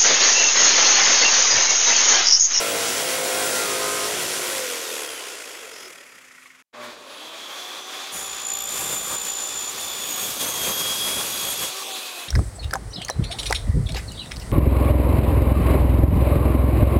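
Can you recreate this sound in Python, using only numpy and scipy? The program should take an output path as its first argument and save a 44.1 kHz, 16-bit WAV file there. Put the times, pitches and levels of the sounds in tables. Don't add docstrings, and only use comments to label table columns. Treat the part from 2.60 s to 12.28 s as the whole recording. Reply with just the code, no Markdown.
import sys
import numpy as np
from scipy import signal
from scipy.fft import rfft, irfft, next_fast_len
from scipy.io import wavfile
from scipy.ndimage import uniform_filter1d, map_coordinates

SR = 44100
rng = np.random.default_rng(int(sys.argv[2]) if len(sys.argv) > 2 else 0)


def waveform_to_disk(signal):
    frames = np.transpose(np.atleast_2d(signal))
    scaled = np.clip(frames, -1, 1) * 32767
    samples = np.round(scaled).astype(np.int16)
    wavfile.write(sys.argv[1], SR, samples)


N = 426885
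T = np.arange(N) / SR
JIG_END_S, SAW_START_S = 4.024, 4.128
OFF_S, PANEL_DROPS_S = 1.849, 1.6

# time in seconds, strokes per second.
JIG_STROKES = [(0.0, 51.7), (0.7, 51.7), (0.9, 51.55), (1.2, 51.8), (1.45, 52.1), (1.64, 53.1), (1.8, 53.0),
               (1.85, 51.9)]
WHINE_PER_STROKE, JIG_WHINE_HZ = 304, 15712
COAST_S, COAST_POWER = 5.347, 3.012
CRANK_LEAD = .78


def jigsaw():
    t = T[T < JIG_END_S]
    on = t < OFF_S
    whine_hz = JIG_WHINE_HZ * (1 - np.clip(t - OFF_S, 0, None) / COAST_S) ** COAST_POWER
    rate = np.where(on, curves(JIG_STROKES, t)[0], whine_hz / WHINE_PER_STROKE)
    phase = turns(rate)
    reversals = (phase - phase[on.sum()]) / np.pi + CRANK_LEAD
    throb = stroke_throb(t, rate, phase, reversals)
    out = jigsaw_rasp(t, rate, throb) + panel_tones(t, rate, phase)
    out = out + jigsaw_whine(t, whine_hz) + gear_whistle(t, rate, throb) + brief(t, JIG_RINGS)
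    return out + clacks(t, reversals, rise_s=.003, fall_s=.0045) + garage_hum(t)


THROB_MAX_DB, THROB_FADES_S = 3.2, 3.4


def stroke_throb(t, rate, phase, reversals):
    depth_db = np.minimum(1 + 4 * (1 - rate / rate[0]), THROB_MAX_DB)
    depth_db = depth_db - 2 * np.clip(t - THROB_FADES_S, 0, 1)
    wandering_db = depth_db * (1 + .4 * walk(20, len(t)))
    return wandering_db * np.cos(2 * np.pi * reversals - .4) + .6 * np.cos(4 * phase)


# time in seconds, middle level in dB,
# then bass, panel boom and hiss in dB over the middle.
JIG_LEVELS = [(0.0, -28, -19, -5, 1.5), (0.32, -29, -19, -4, 2), (0.85, -29, -19.5, -4, 2.5),
              (1.4, -29, -17.5, -5, 2.5), (1.52, -30.5, -18, -5.5, 2.5), (2.0, -31.5, -24.5, -6.5, 2),
              (2.45, -36, -32, -7, 0), (3.0, -41, -35, -5, -1.5), (3.22, -45, -23, -4.5, 0.5),
              (3.45, -52, -17, -4, -0.5), (3.75, -55, -19, -10.5, -1), (4.02, -55.5, -19, -15, -4.5)]
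JIG_BANDS = [(900, 3500), (40, 220), (280, 750), (4500, 14000)]
# frequency in Hz, density in dB per Hz.
JIG_COLOUR = [(15, -62.5), (25, -30.5), (254, -16), (283, -13.5), (512, -8.5), (602, -11), (688, -13),
              (878, -11), (1060, -3.5), (1180, -8.5), (1390, -2.5), (1720, -6.5), (1970, -5), (9930, -6.5),
              (15700, -19.5)]
# frequency in Hz, width in Hz, boost in dB.
JIG_PEAKS = [(1930, 110, 2.5), (3310, 46, 7), (4240, 83, -0.5), (5430, 45, 5.5), (5750, 65, 6.5),
             (6120, 46, 7.5), (7230, 660, 3), (7660, 45, 4), (9600, 200, 2.5), (10360, 130, 7),
             (11400, 41, 8.5), (12800, 80, 4)]
# frequency in Hz, width in Hz, boost in dB.
COAST_PEAKS = [(2600, 510, 2), (3930, 480, -3), (5040, 250, 2.5), (6600, 310, 4.5), (9000, 610, -1.5),
               (12800, 1500, 0)]
STROKE_REPEAT = 0.29


def jigsaw_rasp(t, rate, throb):
    rasp = undb(-1.0) * roar(t, JIG_COLOUR, JIG_PEAKS, regions(JIG_LEVELS, t), JIG_BANDS, throb,
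                             shake_db=0.7, flicker_db=0.82, treble_throb=0.67)
    rasp = tint(rasp, COAST_PEAKS, np.interp(t, [OFF_S, OFF_S + 0.66], [0, 1]))
    return again(rasp, rate, STROKE_REPEAT * window(t, -1, PANEL_DROPS_S))


# multiple of the stroke rate, level in dB.
PANEL = [(1, -22), (2, -24.5), (3, -17.5), (4, -22.5), (5, -12.5), (6, -14), (7, -9), (8, -9), (9, -8),
         (10, -3), (11, -9), (12, -13), (13, -3), (14, -9.5), (15, -17), (16, -13), (17, -21.5),
         (18, -13.5), (19, -14.5), (20, -8.5), (21, -11), (22, -15.5), (23, -20), (24, -15.5), (25, -10),
         (26, -14), (27, -10), (28, -19), (29, -19.5), (30, -9), (31, -13), (34, -20), (38, -17),
         (39, -12.5), (40, -21), (41, -21), (42, -5.5), (43, -20), (46, -25), (47, -10.5), (48, -25),
         (56, -18.5)]
# time in seconds, dB over the middle of the noise.
STROKE_TONES = [(0, -8.5), (.3, -10.5), (.5, -8.5), (1.0, -8), (1.45, -10), (1.6, -8.5), (1.9, -11.5),
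                (2.4, -12.5), (2.8, -15.5), (3.25, -13), (3.45, -27), (4.03, -40)]
# start and end in seconds, multiple, extra dB.
SINGING_MULTIPLES = [(0, .25, 9, 10), (0, .25, 13, 4.5), (0, .35, 26, 14), (0, .35, 27, 1), (0, .15, 11, 9),
                     (0.41, 1.35, 10, 6.5), (0.596, .75, 9, 7), (0.616, .88, 14, 8), (.74, .86, 8, 11),
                     (.74, .9, 27, 11.5), (.94, 1.068, 27, 14.5), (.75, .86, 30, 7), (1.15, 1.4, 30, 8),
                     (0, 1.15, 47, 4.5), (.94, 1.06, 39, 8), (0.982, 1.55, 8, 11), (1.0, 1.22, 9, 6.5),
                     (1.03, 1.18, 24, 15.5), (1.22, 1.462, 24, 20), (1.202, 1.47, 20, 10.5),
                     (1.1, 1.47, 25, 7), (1.398, 1.95, 7, 7), (1.6, 1.95, 13, 5.5), (1.92, 2.07, 11, 11.5),
                     (2.1, 2.43, 11, 11), (2.12, 2.36, 13, 10.5), (2.32, 2.43, 12, 14),
                     (1.78, 2.07, 10, 5.5), (2.1, 2.23, 7, 8.5), (2.03, 2.12, 9, 2), (2.33, 2.57, 9, 11),
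                     (2.33, 2.47, 14, 7.5), (2.7, 2.8, 14, 13), (2.45, 2.75, 13, 13), (2.5, 3.6, 2, 12),
                     (2.9, 3.0, 16, 10), (3.02, 3.25, 19, 13), (3.27, 3.37, 19, 6)]
FRAME_TOP_HZ, FRAME_DAMP_DB = 650, -6
FRAME_BOTTOM_HZ, FRAME_THIN_DB = 270, -8


def panel_tones(t, rate, phase):
    tones_db = curves(JIG_LEVELS, t)[0] + curves(STROKE_TONES, t)[0]
    multiples, panel_db = np.transpose(PANEL)
    panel_gone = window(t, PANEL_DROPS_S, JIG_END_S)
    coasting = window(t, OFF_S + .2, JIG_END_S)
    out = 0
    for k in range(2, 57):
        hz = k * rate
        db = np.interp(hz / rate[0], multiples, panel_db) + tones_db + 1.4 * walk(7, len(t))
        db = db + FRAME_DAMP_DB * panel_gone * np.clip(hz / FRAME_TOP_HZ * 10 - 9, 0, 1)
        db = db + FRAME_THIN_DB * coasting * np.clip(10 - hz / FRAME_BOTTOM_HZ * 10, 0, 1)
        for a, b, multiple, extra_db in SINGING_MULTIPLES:
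            if k == multiple:
                db = db + extra_db * window(t, a, b)
        out = out + tone(k * phase, db)
    return out


# time in seconds, level in dB before it wanders.
JIG_WHINE = [(0, -47), (1.1, -44), (1.25, -65.5), (1.8, -66), (1.87, -48), (2.5, -46), (3.0, -58),
             (3.2, -60), (3.3, -87)]


def jigsaw_whine(t, whine_hz):
    return tone(turns(whine_hz) + 0.7 * walk(100, len(t)), curves(JIG_WHINE, t)[0] + 3 * walk(25, len(t)))


GEAR_TEETH = 92
# time in seconds, level in dB before the throb.
GEAR_WHISTLE = [(2.15, -70), (2.26, -42), (2.38, -43), (2.43, -47), (2.5, -43), (2.6, -46), (2.68, -50),
                (2.8, -47), (2.92, -56), (3.1, -80)]


def gear_whistle(t, rate, throb):
    return ring(t, GEAR_TEETH * rate, 55, curves(GEAR_WHISTLE, t)[0] + 1.3 * throb)


# start and end in seconds, frequency in Hz, width in Hz, level in dB.
JIG_RINGS = [(2.42, 2.5, 4900, 50, -50), (2.64, 2.92, 5100, 45, -52), (2.8, 3.0, 5400, 50, -56),
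             (3.13, 3.27, 5120, 160, -49), (3.13, 3.27, 5450, 200, -55), (3.13, 3.27, 5780, 160, -53),
             (3.3, 3.6, 4950, 80, -63), (3.04, 3.14, 450, 25, -50), (3.24, 3.3, 370, 25, -52),
             (3.36, 3.43, 570, 25, -55)]

# frequency in Hz, width in Hz, relative level in dB.
HOUSING = [(1346, 350, -4), (1987, 380, -0.5), (2420, 360, -4.5)]
# time in seconds, drive of the housing in dB.
RATTLE = [(2.6, -59), (3.2, -51.5), (3.6, -54), (4.03, -59)]
# time in seconds, strength in dB before the housing modes.
LAST_CLACKS = [(3.4314, -37), (3.462, -39), (3.4894, -40), (3.5199, -38), (3.55, -43), (3.5803, -39),
               (3.6112, -41), (3.6421, -41), (3.6735, -43), (3.7085, -35), (3.7474, -36), (3.7798, -33),
               (3.8222, -40), (3.8566, -32), (3.902, -35), (3.9474, -40), (3.9884, -48)]
CLACKS_FROM_S, CLACKS_FULL_S = 1.8, 2.6
CLACK_DB, CLACK_SCATTER_DB = -45, 2.2
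CRACK_HZ, CRACK_WIDTH_HZ, CRACK_DB = 2150, 700, 0


def clacks(t, reversals, rise_s, fall_s):
    def knock(late):
        return np.exp(-late / fall_s) * (1 - np.exp(-late / rise_s))

    count = np.floor(reversals).astype(int)
    since_reversal = t - t[np.searchsorted(count, count)]
    peak_db = CLACK_DB + CLACK_SCATTER_DB * rng.standard_normal(200)[np.clip(count, 0, 199)]
    share = np.interp(t, [CLACKS_FROM_S, CLACKS_FULL_S], [0, 1]) * (t < LAST_CLACKS[0][0])
    force = undb(curves(RATTLE, t)[0]) + share * undb(peak_db) * knock(since_reversal)
    out = force * sum(ring(t, hz, width_hz, db) for hz, width_hz, db in HOUSING)
    hz, width_hz, db = np.transpose(HOUSING)[:, :, None]
    for s, strength_db in LAST_CLACKS:
        near = (t > s) & (t < s + 10 * fall_s)
        late = t[near] - s
        level_chance, pitch_chance = rng.standard_normal((2, len(HOUSING), 1))
        mode_hz = hz + width_hz / 3 * pitch_chance
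        modes = undb(db + CLACK_SCATTER_DB * level_chance) * np.sin(2 * np.pi * mode_hz * late)
        crack = np.exp(-late / fall_s) * ring(late, CRACK_HZ, CRACK_WIDTH_HZ, CRACK_DB)
        out[near] += undb(strength_db) * knock(late) * (modes.sum(axis=0) + crack)
    return out


# frequency in Hz, level in dB.
HUM = [(172.3, -80), (258.4, -67.5), (366.1, -77), (463, -79.5), (689.1, -81)]


def garage_hum(t):
    return sum(tone(2 * np.pi * hz * t, db) for hz, db in HUM)


# time in seconds, commutator whine in Hz, whine level in dB before it wanders.
SPIN_UP = [(4.13, 3000, -80), (4.33, 7800, -70), (4.4, 8950, -64), (4.46, 9800, -68), (4.55, 10800, -59),
           (4.66, 11700, -63), (4.78, 12470, -65), (4.99, 13400, -65), (5.399, 14230, -63),
           (5.5, 14360, -64)]
# time in seconds, commutator whine in Hz, whine level in dB before it wanders.
RUN_DOWN = [(9.12, 13880, -57), (9.23, 14490, -54), (9.43, 13840, -56), (9.56, 13280, -56),
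            (9.68, 12620, -58)]
# time in seconds, tooth rate in Hz.
TEETH = [(5.52, 3477), (5.65, 3490), (6.31, 3537), (6.93, 3517), (7.15, 3495), (7.33, 3510), (7.38, 3517),
         (7.4, 3455), (7.485, 3445), (7.505, 3392), (7.6, 3365), (7.64, 3333), (7.79, 3330), (7.82, 3275),
         (7.86, 3300), (7.93, 3310), (7.96, 3265), (8.09, 3230), (8.12, 3270), (8.26, 3290), (8.62, 3330),
         (8.68, 3335), (8.93, 3285), (9.09, 3380)]
# time in seconds, push on the scale of the cutting hiss in dB,
# shudder of the sheet in the low range in dB.
PUSH = [(5.52, -39, -41), (5.54, -34, -38), (5.57, -34.5, -40.5), (5.66, -41, -46), (5.86, -43.5, -46),
        (5.89, -37, -46), (5.91, -45, -50), (5.94, -43, -43), (6.02, -40.5, -44), (6.14, -34, -38.5),
        (6.22, -30, -32.5), (6.3, -33.5, -37), (6.33, -30, -33.5), (6.4, -35, -39.5), (6.55, -30.5, -33.5),
        (6.57, -40, -43), (6.66, -34, -39.5), (6.75, -42, -50), (6.79, -39.5, -46), (6.9, -37, -43),
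        (7.08, -39, -41.5), (7.12, -35, -45), (7.18, -41, -40), (7.21, -33, -40.5), (7.31, -38, -43.5),
        (7.43, -35, -39), (7.56, -38, -40), (7.6, -32.5, -36.5), (7.63, -31, -34.5), (7.65, -31, -36.5),
        (7.7, -31, -35), (7.75, -31.5, -38), (7.79, -33, -37), (7.81, -26.5, -31), (7.85, -31, -31.5),
        (7.89, -28, -32), (7.92, -33, -34.5), (7.99, -31, -35.5), (8.035, -27.5, -31), (8.09, -28, -30.5),
        (8.14, -31.5, -36.5), (8.2, -28, -31), (8.26, -31.5, -34), (8.28, -30.5, -36), (8.36, -29, -34.5),
        (8.43, -30, -33), (8.5, -29.5, -32.5), (8.57, -29.5, -32), (8.64, -30, -34.5), (8.73, -30.5, -35),
        (8.8, -31, -36.5), (8.91, -29, -34), (8.93, -28, -33.5), (8.96, -36, -40.5), (9.03, -28, -30),
        (9.08, -32, -40), (9.12, -34, -37)]
BARS, TEETH_PER_TURN, GEAR = 37, 9, .15
FIRM_PUSH_DB, FIRM_SHUDDER_DB = -32, -35
STEADY_PER_DB = .06


def circular_saw():
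    t = T[T >= SAW_START_S]
    free = np.array(SPIN_UP + RUN_DOWN)
    free_speed = [(s, hz / BARS) for s, hz, _ in free]
    cut_speed = [(s, hz / TEETH_PER_TURN) for s, hz in TEETH]
    speed = curves(sorted(free_speed + cut_speed), t)[0]
    phase = turns(speed)
    cut_from_s, cut_to_s = TEETH[0][0], TEETH[-1][0]
    biting = np.interp(t, [cut_from_s - .005, cut_from_s, cut_to_s, cut_to_s + 0.025], [0, 1, 1, 0])
    push_db, shudder_db = curves(PUSH, t)
    firmness_db = push_db - FIRM_PUSH_DB
    wobble = np.cos(GEAR * phase) * (1 + .5 * walk(4.65, len(t)))
    wobble = wobble * np.clip(.5 - STEADY_PER_DB * firmness_db, .25, 1)
    cut_db = cutting_levels(t, firmness_db, shudder_db)
    out = saw_rasp(t, biting, cut_db, wobble)
    out = out + biting * (tooth_whistles(t, phase, push_db, wobble) + blade_modes(t, cut_db[-1] + 9.2 * wobble))
    out = out + biting * blade_thump(t, speed, firmness_db) + guard_song(t) + brief(t, SAW_RINGS)
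    out = out + motor(t, phase, curves(free, t)[1], biting) + stall_buzz(t)
    return comb(t, out) * np.clip((t - SAW_START_S) / 0.019, 0, 1)


# level in dB at a firm cut,
# dB gained per dB of shudder for the first three, of push for the rest.
CUT = [(-38, 0.98), (-47, 1.3), (-41.5, 1.37), (-43, 1.8), (-41, 1.1), (-34, 1.1)]
CHATTER_DB, CHATTER_PER_S = 2.2, 150


def cutting_levels(t, firmness_db, shudder_db):
    chatter_db = CHATTER_DB * np.tanh(walk(CHATTER_PER_S, len(t)))
    low = shudder_db - FIRM_SHUDDER_DB + chatter_db
    drives = 3 * [low] + 3 * [firmness_db]
    return np.array([db + slope * drive for (db, slope), drive in zip(CUT, drives)])


# time in seconds, middle level in dB,
# then rumble, sheet boom, guard, rasp and hiss in dB over the middle.
FREE_LEVELS = [(4.13, -41.5, -23, -6.5, -10, -17, -23), (4.25, -39, -30, -8, -6, -12, -11),
               (4.36, -46.5, -20, -1, -4, -10, -14), (4.52, -44, -26, -6, -1.5, -9, -10),
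               (4.9, -39.5, -29, -7.5, -3.5, -8.5, -8.5), (5.5, -40, -28, -8, -1, -3, -6.5),
               (9.0, -41.5, -28, -2.5, 4.5, 1.5, 1), (9.2, -38.5, -26, -8.5, 2.5, 0.5, 2.5),
               (9.33, -41, -24, -4, 3.5, -1, 2), (9.47, -39.5, -30, -7.5, 3, -4, 0),
               (9.68, -42, -22, -5, -2.5, -5, -1.5)]
SAW_BANDS = [(750, 2700), (60, 220), (260, 620), (2900, 4100), (4400, 6200), (7600, 16000)]
# frequency in Hz, density in dB per Hz.
SAW_COLOUR = [(15, -63), (25, -26), (140, -14), (380, -9.5), (831, -2.5), (1180, -0.5), (2020, -4.5),
              (2510, -8), (3030, -10), (3470, -8.5), (5060, -11), (6810, -9.5), (9410, -12.5), (10800, -14),
              (15700, -22)]
# frequency in Hz, width in Hz, boost in dB.
SAW_PEAKS = [(1110, 160, 4), (2500, 280, 4), (3450, 400, 4), (4650, 200, 2), (6050, 140, 2), (6700, 200, 3),
             (11000, 420, 3)]
# frequency in Hz, width in Hz, boost in dB.
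FREE_PEAKS = [(3960, 170, 4), (9400, 600, -1)]


def saw_rasp(t, biting, cut_db, wobble):
    power = undb(regions(FREE_LEVELS, t)) ** 2 + (biting * undb(cut_db)) ** 2
    rasp = undb(-0.9) * roar(t, SAW_COLOUR, SAW_PEAKS, 10 * np.log10(power), SAW_BANDS, 0.49 * biting * wobble,
                             shake_db=0.85, flicker_db=0.85, treble_throb=1)
    return tint(rasp, FREE_PEAKS, 1 - biting)


# start and end in seconds, multiple of the tooth rate,
# level in dB before wobble and wander.
WHISTLES = [(5.55, 7.15, 1, -52), (7.19, 7.45, 1, -41), (7.6, 7.7, 1, -41), (7.81, 7.913, 1, -37),
            (7.962, 8.1, 1, -36), (8.129, 8.326, 1, -31), (8.353, 8.62, 1, -33), (8.736, 8.919, 1, -38),
            (8.99, 9.069, 1, -40), (5.54, 5.852, 2, -39.5), (5.865, 7.101, 2, -34), (7.185, 7.46, 2, -39),
            (7.49, 7.65, 2, -34.5), (7.9, 7.951, 2, -38), (8.03, 8.262, 2, -41.5), (8.682, 8.956, 2, -42),
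            (5.54, 5.68, 3, -42), (5.685, 5.9, 3, -54), (8.28, 8.82, 3, -48), (5.54, 6.2, 4, -64),
            (6.25, 7.15, 4, -58), (7.18, 7.454, 4, -46), (7.47, 8.25, 4, -38), (8.62, 8.82, 4, -46)]
WHISTLE_UNDER_PUSH_DB = -18.5


def tooth_whistles(t, phase, push_db, wobble):
    faint = undb(push_db + WHISTLE_UNDER_PUSH_DB)
    levels_db, out = [], 0
    for k in range(1, 5):
        size = faint + sum(undb(db) * window(t, a, b) for a, b, multiple, db in WHISTLES if multiple == k)
        levels_db.append(20 * np.log10(size) + 1.35 * walk(12, len(t)))
    for k, db in enumerate(levels_db):
        smear = (.15 + .25 * k) * walk(200, len(t)) + (.2 + .1 * k) * walk(40, len(t))
        out = out + tone((k + 1) * TEETH_PER_TURN * phase + smear, db + 3.9 * wobble + 1.9 * walk(60, len(t)))
    for odd, db in ((3, levels_db[0] - 16), (5, levels_db[1] - 17), (7, levels_db[2] - 9)):
        halfway = odd / 2 * TEETH_PER_TURN * phase + 0.64 * walk(150, len(t))
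        out = out + tone(halfway, db + 3 * walk(7.4, len(t)))
    return out


# start and end in seconds,
# frequency in Hz, width in Hz, level in dB relative to the cutting hiss.
BLADE_MODES = [(5.5, 6.75, 8680, 140, -10), (5.6, 7.15, 7350, 160, -8), (5.5, 7.3, 10450, 70, -16),
               (6.05, 6.72, 13130, 60, -14), (5.9, 6.75, 12700, 110, -13), (6.05, 6.6, 11900, 60, -17),
               (7.2, 7.3, 8900, 250, -10), (7.7, 8.12, 6150, 200, -10), (7.75, 8.1, 6500, 150, -10),
               (7.8, 7.95, 9000, 200, -12), (7.95, 8.9, 11450, 70, -13), (8.9, 9.08, 11560, 70, -8),
               (8.28, 9.07, 13130, 35, -11), (8.27, 9.06, 9890, 60, -11), (8.27, 9.05, 14880, 45, -18),
               (8.2, 9.0, 9350, 250, -12), (8.2, 9.0, 8620, 120, -14), (8.2, 9.05, 12650, 200, -14)]


def blade_modes(t, hiss_db):
    out = np.zeros(len(t))
    for a, b, hz, width_hz, db in BLADE_MODES:
        near = (t > a - .05) & (t < b + .05)
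        swell_db = hiss_db[near] + db + 3.0 * walk(10.9, near.sum())
        out[near] += window(t[near], a, b) * ring(t[near], hz, width_hz, swell_db)
    return out


BLADE_THUMP_DB = -59.5


def blade_thump(t, speed, firmness_db):
    return ring(t, GEAR * speed, 17, BLADE_THUMP_DB + 0.51 * firmness_db)


# time in seconds, centre in Hz, level in dB before the parts' own.
GUARD_SONG = [(4.5, 3300, -64), (4.6, 3360, -45.5), (4.85, 3390, -42), (5.1, 3445, -40.5),
              (5.5, 3480, -42.5), (5.85, 3473, -42), (5.89, 3473, -52), (5.95, 3473, -41),
              (6.1, 3500, -43.5), (7.1, 3497, -43.5), (7.8, 3500, -43), (9.0, 3484, -42.5),
              (9.12, 3474, -54), (9.3, 3520, -47), (9.45, 3466, -53), (9.68, 3430, -50)]
# offset from its centre in Hz, width in Hz, relative level in dB.
GUARD_PARTS = [(0, 60, -5), (30, 180, -3), (-215, 100, -4)]


def guard_song(t):
    song_hz, song_db = curves(GUARD_SONG, t)
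    return sum(ring(t, song_hz + hz, width_hz, song_db + db) for hz, width_hz, db in GUARD_PARTS)


# start and end in seconds, frequency in Hz, width in Hz, level in dB.
SAW_RINGS = [(4.3, 4.6, 590, 30, -52), (4.4, 4.55, 1120, 40, -54), (9.42, 9.7, 2560, 45, -44),
             (6.07, 6.5, 13500, 35, -49), (8.2, 9.08, 5850, 50, -46), (8.2, 9.0, 4900, 35, -49),
             (9.17, 9.22, 5580, 50, -44), (9.18, 9.23, 1140, 70, -41)]

# multiple of the armature rate, level in dB before the swell.
ARMATURE = [(1, -56), (2, -51.5), (3, -56)]
# time in seconds, gain in dB.
HUM_SWELL = [(4.3, -30), (4.45, -4.5), (5.3, -1.5), (5.6, 3), (5.95, 4), (6.05, 2), (6.6, -2), (6.7, 1),
             (6.95, 0), (7.3, -2), (7.8, -2), (9.03, -3), (9.1, 5), (9.24, 2), (9.3, 2.5), (9.68, -3)]
# start and end in seconds, multiple of the armature rate, level in dB before it wanders.
FAN = [(4.75, 5.5, 16, -57), (4.9, 5.2, 32, -64), (9.3, 9.7, 32, -56)]


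def motor(t, phase, whine_db, biting):
    whine_phase = BARS * phase + 0.8 * walk(120, len(t))
    out = (1 - .5 * biting) * tone(whine_phase, whine_db + 2.8 * walk(23.0, len(t)))
    for a, b, k, db in FAN:
        out = out + window(t, a, b) * tone(k * phase, db + 3 * walk(20, len(t)))
    swell_db = curves(HUM_SWELL, t)[0]
    for k, db in ARMATURE:
        out = out + tone(k * phase + 0.38 * walk(30, len(t)), db + swell_db + 3.1 * walk(18, len(t)))
    return out


MAINS_BUZZ_HZ, BUZZ_END_S = 120.2, 4.32
# multiple of MAINS_BUZZ_HZ, level in dB before it wanders.
BUZZ = [(1, -62), (2, -49), (3, -54), (4, -55), (5, -41.5), (8, -53), (9.25, -52), (10, -55), (11, -57),
        (12, -54), (15, -58), (17, -60), (19, -57)]


def stall_buzz(t):
    times_s = [SAW_START_S, SAW_START_S + 0.083, BUZZ_END_S - .03, BUZZ_END_S + 0.0078]
    stall = np.interp(t, times_s, [0, 1, 1, 0])
    return stall * sum(tone(2 * np.pi * k * MAINS_BUZZ_HZ * t, db + 2.0 * walk(26, len(t))) for k, db in BUZZ)


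# centre in seconds,
# reach in seconds (silent past 0.9 of it), lag in seconds, share of the undelayed sound.
COMB = [(9.267, 0.047, 0.000345, 0.69), (9.34, 0.032, 0.000286, 0.61)]


def comb(t, x):
    out = x
    for s, reach_s, lag_s, share in COMB:
        copy_gain = share * np.clip(1.5 - 1.66 * np.abs(t - s) / reach_s, 0, 1)
        out = (out + copy_gain * np.interp(t - lag_s, t, x)) / np.sqrt(1 + copy_gain ** 2)
    return out


def microphone_hiss():
    return undb(-90.5) * rng.standard_normal(N)


def undb(db):
    return 10 ** (np.asarray(db) / 20)


def curves(table, t):
    s, *columns = np.transpose(table)
    return [np.interp(t, s, column) for column in columns]


def regions(table, t):
    middle, *rest = curves(table, t)
    return np.array([middle] + [middle + r for r in rest])


def window(t, a, b):
    return np.interp(t, [a - .02, a, b, b + 0.019], [0, 1, 1, 0])


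def walk(rate, n):
    k = int(SR / rate)
    steps = np.repeat(rng.standard_normal(n // k + 1), k)
    return 1.26 * uniform_filter1d(uniform_filter1d(steps, k), k)[:n]


def turns(hz):
    return 2 * np.pi * np.cumsum(hz) / SR


def tone(phase, db):
    return np.sqrt(2) * undb(db) * np.sin(phase + 2 * np.pi * rng.random())


def ring(t, hz, width_hz, db):
    phase = turns(hz + 0 * t)
    in_phase = walk(2 * width_hz, len(t)) * np.cos(phase)
    quadrature = walk(2 * width_hz, len(t)) * np.sin(phase)
    return undb(db) * (in_phase + quadrature)


def brief(t, table):
    out = np.zeros(len(t))
    for a, b, hz, width_hz, db in table:
        near = (t > a - .05) & (t < b + .05)
        out[near] += window(t[near], a, b) * ring(t[near], hz, width_hz, db)
    return out


def resonances(hz, peaks):
    return sum(g / (1 + (2 * (hz - f) / w) ** 2) for f, w, g in peaks)


def roar(t, colour, peaks, levels_db, bands, throb, shake_db, flicker_db, treble_throb):
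    n = next_fast_len(len(t))
    hz = np.fft.rfftfreq(n, 1 / SR)[1:]
    colour_hz, colour_db = np.transpose(colour)
    db = np.interp(np.log(hz), np.log(colour_hz), colour_db) + resonances(hz, peaks)
    spectrum = rfft(rng.standard_normal(n)) * np.r_[0, undb(db)]
    own_db = [10 * np.log10(2 * np.sum(undb(db[(hz > a) & (hz < b)]) ** 2) / n) for a, b in bands]
    gains_db = levels_db - np.array(own_db)[:, None]
    edges = np.log2(sorted(bands)).ravel()
    order = np.repeat(np.argsort([a for a, _ in bands]), 2)
    octave = np.log2(np.r_[1, hz])
    shake = shake_db * walk(30.03, len(t))
    out = 0
    for centre in np.arange(4.5, 14.1, .5):
        band = irfft(spectrum * np.clip(1 - 2 * np.abs(octave - centre), 0, 1), n)[:len(t)]
        shares = [np.interp(centre, edges, 1. * (order == k)) for k in range(len(bands))]
        depth = np.interp(centre, [8, 11, 12, 13], [0, 1, 1, treble_throb])
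        flicker = flicker_db * walk(14, len(t))
        out = out + band * undb(shares @ gains_db + shake + flicker + depth * throb)
    return out


def again(x, rate, share):
    once, twice = [map_coordinates(x, [np.arange(len(x)) - k * SR / rate], mode="mirror") for k in (1, 2)]
    return (x + share * once + share ** 2 * twice) / np.sqrt(1 + share ** 2 + share ** 4)


def tint(x, peaks, share):
    n = next_fast_len(len(x))
    boost_db = resonances(np.fft.rfftfreq(n, 1 / SR), peaks)
    tinted = irfft(rfft(x, n) * undb(boost_db), n)[:len(x)]
    return x + share * (tinted - x)


def scene():
    first, second = jigsaw(), circular_saw()
    silence = np.zeros(N - len(first) - len(second))
    mono = np.r_[first, silence, second] + microphone_hiss()
    return np.array([mono, mono])


TOP_HZ = 15770


def record(dry):
    return signal.sosfilt(signal.ellip(14, .5, 80, TOP_HZ, fs=SR, output="sos"), dry)


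dry = scene()
out = record(dry)
waveform_to_disk(out)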